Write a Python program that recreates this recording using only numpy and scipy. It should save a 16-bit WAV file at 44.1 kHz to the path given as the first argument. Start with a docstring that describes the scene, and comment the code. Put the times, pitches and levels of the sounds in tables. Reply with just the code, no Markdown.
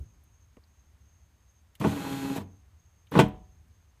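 """Power window in an open car door

The motor takes up its slack with a knock and runs the carrier down the rail, humming and scraping.
A second short push on the switch drives the carrier into its end stop: a rattling clunk that rings
the door. Behind it are a low rumble and a faint, high, pulsing chirr like a distant cricket."""
import sys
import numpy as np
from scipy import signal
from scipy.fft import rfft, irfft, next_fast_len
from scipy.io import wavfile
from scipy.ndimage import map_coordinates

SR = 44100
rng = np.random.default_rng(int(sys.argv[2]) if len(sys.argv) > 2 else 0)


def digitize_waveform(pressure):
    """Quantize a signal to 16-bit integers and store it at the path in sys.argv[1].

    Rows of a 2-D input are taken as channels; values are limited to [-1, 1].
    """
    field = np.atleast_2d(pressure).T
    bounded = np.clip(field, -1, 1)
    quanta = np.round(bounded * 32767).astype(np.int16)
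    wavfile.write(sys.argv[1], SR, quanta)


N = 176400

# late decay of the door's panel and hollow: f/Hz, t60/s
LATE_DECAY = [(60, .8), (200, 0.35), (800, 0.37), (1500, .34), (3500, 0.31), (6000, 0.26), (14000, .19)]


def amp(db):
    """Decibels to gain."""
    return 10 ** (np.asarray(db) / 20)


def unit(x):
    """Scale to rms 1."""
    return x / np.sqrt(np.mean(x ** 2) + 1e-20)


def fade(t, t60):
    """A decay that falls 60 dB in t60 seconds."""
    return np.exp(-np.log(1000) * t / t60)


def along(points, hz):
    """Read (f/Hz, value) points on a log frequency axis."""
    f, v = np.transpose(points)
    return np.interp(np.log(hz + 1), np.log(f + 1), v)


def curve(rows):
    """One value per sample from (t/s, value) rows."""
    return np.interp(np.arange(N) / SR, *np.transpose(rows))


def wobble(rate):
    """A smooth random curve, rate knots a second."""
    knots = rng.standard_normal(int(N * rate / SR) + 4)
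    return map_coordinates(knots, [np.arange(N) * rate / SR])


def filtered(x, response):
    """Equalise x with a gain given as a function of frequency."""
    size = next_fast_len(len(x) + SR // 4)
    return irfft(rfft(x, size) * response(np.fft.rfftfreq(size, 1 / SR)), size)[:len(x)]


def low_cut(x, hz):
    """Roll off the bass at 12 dB an octave."""
    return signal.sosfilt(signal.butter(2, hz, 'high', fs=SR, output='sos'), x)


def noise(spectrum):
    """Coloured noise of rms 1."""
    return unit(filtered(rng.standard_normal(N), lambda hz: amp(along(spectrum, hz))))


def band(centre_hz, octaves):
    """A bell-shaped band of noise, rms 1."""
    bell = lambda hz: np.exp(-.5 * (np.log2((hz + 1) / centre_hz) / octaves) ** 2)
    return unit(filtered(rng.standard_normal(N), bell))


def add(track, s, sound):
    """Mix a sound in at s seconds."""
    part = track[round(s * SR):][:len(sound)]
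    part += sound[:len(part)]


def background():
    """Low rumble and faint air."""
    # rumble spectrum: f/Hz, level/dB
    rumble_colour = [(20, -28), (45, -9.5), (66, 2.5), (100, -4.5), (135, -15.5), (200, -20), (400, -32.5),
                     (1000, -60.5)]
    # rumble envelope: t/s, level/dB
    rumble_level = [(0, -35), (.08, -54), (.3, -60), (.7, -61), (1.05, -60), (1.5, -63), (2.7, -59.5),
                    (3, -61), (3.6, -56), (4, -63.5)]
    # air spectrum: f/Hz, level/dB
    air_colour = [(100, 0.5), (250, -4), (1000, -1), (2300, -6), (4000, -10.5), (8500, -13.5),
                  (10500, -17.5), (12500, -15), (15000, -18)]
    return amp(curve(rumble_level)) * noise(rumble_colour) + amp(-73) * noise(air_colour)


def chirr():
    """A narrow, high band of noise swells and flutters like a distant cricket."""
    # crests of the swells: t/s, level/dB
    chirps = [(.07, -78), (.38, -73), (.79, -79), (1.15, -76.5), (1.51, -77.5), (2.53, -75.5), (2.84, -82),
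              (3.05, -81.5), (3.48, -78.5), (3.8, -79)]
    t = np.arange(N) / SR
    width_s, floor_db, flutter_db = 0.074, -85.5, 2.5
    swells = sum(amp(db) * np.exp(-.5 * ((t - s) / width_s) ** 2) for s, db in chirps)
    return (amp(floor_db) + swells) * amp(flutter_db * wobble(30)) * band(6422, octaves=0.035)


def clicks():
    """A soft handling bump and a few short, light ticks."""
    # bump and ticks: t/s, level/dB, centre f/Hz, width/octaves
    taps = [(0.2374, -64, 12000, 0.43), (0.568, -62.5, 2200, 0.31), (0.57, -52, 1070, 0.1),
            (0.571, -42.5, 345, 0.51), (0.637, -65.5, 4500, 0.17), (1.7524, -55, 2700, .55),
            (1.7524, -56, 9500, 0.48), (3.0689, -58.5, 2780, 0.3), (3.069, -72, 10000, .6),
            (3.284, -59, 13500, .2), (3.6814, -76, 8000, .8)]
    out, t = np.zeros(N), np.arange(N) / SR
    for s, db, hz, octaves in taps:
        add(out, s, amp(db) * band(hz, octaves) * fade(t, t60=.04))
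    return out


def arcs():
    """The brushes arc with a high fizz as the current is switched."""
    # arc bursts: t/s, level/dB
    bursts = [(1.8, -54), (2.359, -49), (3.113, -56.5)]
    out, t = np.zeros(N), np.arange(N) / SR
    for s, db in bursts:
        add(out, s, amp(db) * band(12100, octaves=0.37) * fade(t, t60=0.16))
    return out


def panel_ring(colour, decay, size=32768):
    """Dense panel modes of random phase, each dying at the rate of its frequency."""
    # panel response: f/Hz, level/dB
    panel = [(15, -66.5), (45, -25), (80, -12.5), (150, -1), (230, 4.5), (400, 2.5), (540, -6.5), (680, -2),
             (1050, -6.5), (1300, -12), (2000, -12.5), (3400, -14), (4600, -27), (8000, -27.5),
             (13000, -37.5), (15300, -35)]
    hz = np.fft.rfftfreq(size, 1 / SR)
    phases = np.exp(2j * np.pi * rng.random(len(hz)))
    spectrum = unit(amp(along(panel, hz))) * amp(along(colour, hz)) * phases * np.sqrt(size)
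    t = np.arange(size) / SR
    centres, t60s = np.transpose(decay)
    crossovers = [along(np.c_[centres, row], hz) for row in np.eye(len(centres))]
    return sum(irfft(spectrum * share) * fade(t, t60) for share, t60 in zip(crossovers, t60s))


def cavity(x, wet_db):
    """The door's hollow rings on after the drive."""
    tail = panel_ring([(100, 0.0019), (10000, 0.0032)], LATE_DECAY)
    return x + amp(wet_db) * signal.fftconvolve(x, tail / np.linalg.norm(tail))[:N]


def rail():
    """The carrier scrapes unevenly along its rail."""
    # scrape envelope: t/s, level/dB
    scrape_level = [(1.795, -100), (1.806, -36), (1.9, -37), (1.96, -39), (2.06, -39.5), (2.18, -43.5),
                    (2.24, -39.5), (2.34, -45.5), (2.38, -41), (2.42, -45), (2.48, -100), (3.108, -100),
                    (3.12, -34.5), (3.18, -24.5), (3.26, -100)]
    # scrape spectrum: f/Hz, level/dB
    scrape_colour = [(40, -29), (90, -0.5), (200, -0.5), (245, -11), (290, 4), (340, -9.5), (450, -5),
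                     (560, -10.5), (700, -13.5), (850, -13), (970, -7.5), (1150, -15), (1400, -18),
                     (2500, -24.5), (4000, -28.5), (7000, -51.5)]
    grain_db = 2.5
    return amp(curve(scrape_level)) * unit(noise(scrape_colour) * amp(grain_db * wobble(120)))


def shaft_tones(turns, orders):
    """Sines locked to multiples of the shaft speed, each wavering slightly in level."""
    out = np.zeros(N)
    for order, db in orders:
        peak = np.sqrt(2) * amp(db + 0.5 * wobble(14))
        out += peak * np.sin(2 * np.pi * (order * turns + rng.random()))
    return out


def brushes(turns):
    """The brushes repeat one scratchy pattern each turn and spark in time; the commutator whines."""
    # brush envelope: t/s, level/dB
    brush_level = [(1.794, -100), (1.799, -53.5), (1.83, -52.5), (1.89, -48.5), (1.95, -51), (2.12, -49),
                   (2.35, -51), (2.37, -46), (2.395, -60.5), (2.42, -62.5), (2.47, -100), (3.107, -100),
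                   (3.116, -60), (3.19, -49.5), (3.24, -53.5), (3.285, -74.5), (3.31, -100)]
    # buzz spectrum at top speed: f/Hz, level/dB
    buzz_colour = [(300, -9), (1800, 5.5), (3300, -1), (5000, -6), (7000, -2.5), (10300, -5), (12700, 0),
                   (15300, -8)]
    # spark spectrum: f/Hz, level/dB
    spark_colour = [(300, -17), (1500, 1), (2600, 5.5), (4000, 3), (5000, -3), (6800, -1.5), (9000, -3.5),
                    (10300, -10), (11500, -6), (13500, -8.5), (15500, -11)]
    # commutator whine: shaft order, level/dB relative to the brush envelope
    whine = [(49, -18.5), (50, -12.5), (51, -20), (79, -17), (90, -17.5), (92, -19)]
    top_speed_hz, spark_depth, size = 136.4, .4, 2048
    orders = np.arange(112)
    weights = amp(along(buzz_colour, orders * top_speed_hz)) * (orders > 0)
    scatter = rng.standard_normal(len(orders)) + 1j * rng.standard_normal(len(orders))
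    one_turn = unit(irfft(weights * scatter, size))
    buzz = np.interp(turns, np.arange(size) / size, one_turn, period=1)
    pulse = (np.cos(2 * np.pi * turns) + np.cos(4 * np.pi * turns)) / 2
    sparks = unit(noise(spark_colour) * (1 + spark_depth * pulse))
    return amp(curve(brush_level)) * (amp(0.76) * sparks + amp(-3) * buzz + shaft_tones(turns, whine))


def motor():
    """One shaft sets the pitch of brushes, gear whine and hum; the second push is brushes alone."""
    # shaft speed: t/s, turns per second/Hz
    speed = [(1.797, 40), (1.83, 105), (1.87, 124), (1.93, 133.6), (1.975, 135.6), (2.1, 136.1),
             (2.34, 136.4), (2.365, 135), (2.43, 50), (3.11, 40), (3.15, 108), (3.19, 122), (3.25, 30)]
    # gear whine envelope: t/s, level/dB
    gear_level = [(1.79, -120), (1.81, -78), (1.9, -43), (1.98, -43), (2.03, -38), (2.17, -40), (2.26, -42),
                  (2.36, -41.5), (2.41, -53), (2.44, -120)]
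    # gear partials: shaft order, relative level/dB
    gear_orders = [(5, -16), (6, -10), (9, -22), (10, -14.5), (11, -17), (12, -19.5), (13, -24),
                   (16, -28.5), (17, -26.5), (19, -17), (24, -19), (25, -40.5), (30, -21), (32, -23.5)]
    # hum envelope: t/s, level/dB
    hum_level = [(1.79, -100), (1.81, -29), (1.9, -42), (1.97, -44), (2.04, -39), (2.13, -33), (2.19, -45),
                 (2.255, -26.5), (2.29, -37.5), (2.318, -27.5), (2.35, -43), (2.39, -41), (2.41, -62),
                 (2.44, -100)]
    # hum partials: shaft order, relative level/dB
    hum_orders = [(1, -13), (2, -7.5), (3, -15.5), (4, -18)]
    turns = np.cumsum(curve(speed) * (1 + .001 * wobble(40))) / SR
    scratch = brushes(turns)
    gears = amp(curve(gear_level)) * shaft_tones(turns, gear_orders)
    hum = amp(curve(hum_level)) * shaft_tones(turns, hum_orders)
    return hum + gears + scratch


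def door_shake():
    """The door shakes with a low boom after the first knock and each stop."""
    # booms: t/s, f/Hz, level/dB, t60/s
    booms = [(1.868, 93, -30, .28), (2.4, 93, -34, .4), (3.195, 93, -23, .4), (3.2, 53, -38, .8),
             (3.205, 41, -41, .7)]
    out, t = np.zeros(N), np.arange(SR) / SR
    attack = 1 - np.exp(-t / .01)
    for s, hz, db, t60 in booms:
        add(out, s, amp(db) * np.sin(2 * np.pi * hz * t) * fade(t, t60) * attack)
    return out


def knocks():
    """Each contact of carrier and glass thuds through the panel and feeds the door's modes."""
    # contacts: t/s, bass level/dB, middle level/dB, treble level/dB
    contacts = [(1.802, -26, -56, -40.5), (1.813, -45, -23, -28.5), (1.841, -30, -12.5, -32),
                (1.848, -16, -22.5, -26), (1.857, -20.5, -29, -46), (1.87, -15, -38, -28),
                (2.051, -60, -32, -44.5), (2.125, -52, -33, -29), (2.36, -32.5, -29.5, -43),
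                (2.369, -45, -33, -31.5), (2.378, -30.5, -32.5, -32), (3.153, -31.5, -12, -29),
                (3.16, -10, -20.5, -34), (3.188, -18, -13, -21.5), (3.1905, -7.5, -4.5, -8),
                (3.198, -10.5, -10.5, -10), (3.206, -16.5, -21.5, -13), (3.217, -20, -23, -24.5),
                (3.23, -25, -28, -40.5)]
    # door and rail modes: f/Hz, relative level/dB, t60/s
    modes = [(93, -12, 0.37), (133.4, -5.5, 0.24), (163.5, -2.5, .14), (206.1, -2.5, .24), (293, -9.5, .28),
             (364, -6.5, 0.063), (464, -11, 0.24), (616, -25.5, 0.41), (645, -6, 0.12),
             (745.6, -25.5, 0.49), (886.5, -7, .12), (987, -24, 0.35), (1476, -13.5, 0.14),
             (2444, -16.5, 0.097), (3126, -22.5, .17)]
    # early decay of the panel: f/Hz, t60/s
    early_decay = [(150, .085), (600, 0.072), (3000, 0.063), (12000, 0.038)]
    bass_hz, middle_hz, treble_hz = 220, 970, 4000
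    thud_db, tail_db, ring_db = -2.5, -25.5, -7
    out, t = np.zeros(N), np.arange(SR) / SR
    attack = 1 - np.exp(-t / 0.0003)
    energies = np.zeros((len(modes), N))
    for s, bass, middle, treble in contacts:
        colour = [(bass_hz, bass), (middle_hz, middle), (treble_hz, treble)]
        thud = amp(thud_db) * panel_ring(colour, early_decay)
        tail = amp(tail_db) * panel_ring(colour, LATE_DECAY)
        add(out, s, (thud + tail) * attack[:len(thud)])
        for energy, (hz, db, t60) in zip(energies, modes):
            ring = amp(ring_db + db + along(colour, hz)) * attack * fade(t, t60)
            add(energy, s, ring ** 2)  # hits pile up in energy, so they never cancel
    for energy, (hz, _, _) in zip(energies, modes):
        out += np.sqrt(energy) * np.sin(2 * np.pi * (hz * np.arange(N) / SR + rng.random()))
    return low_cut(out, hz=72.6)


def scene():
    """The drive inside the door, its knocks, small ticks and the surroundings, in mono."""
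    drive = cavity(motor() + rail(), wet_db=-17.5)
    return (drive + knocks() + door_shake() + clicks() + arcs() + background() + chirr())[None]


def record(dry):
    """The microphone sheds the deepest bass; a steep cut takes off the very top."""
    return filtered(low_cut(dry[0], hz=12), lambda hz: hz < 15350)[None]


dry = scene()
out = record(dry)
digitize_waveform(out)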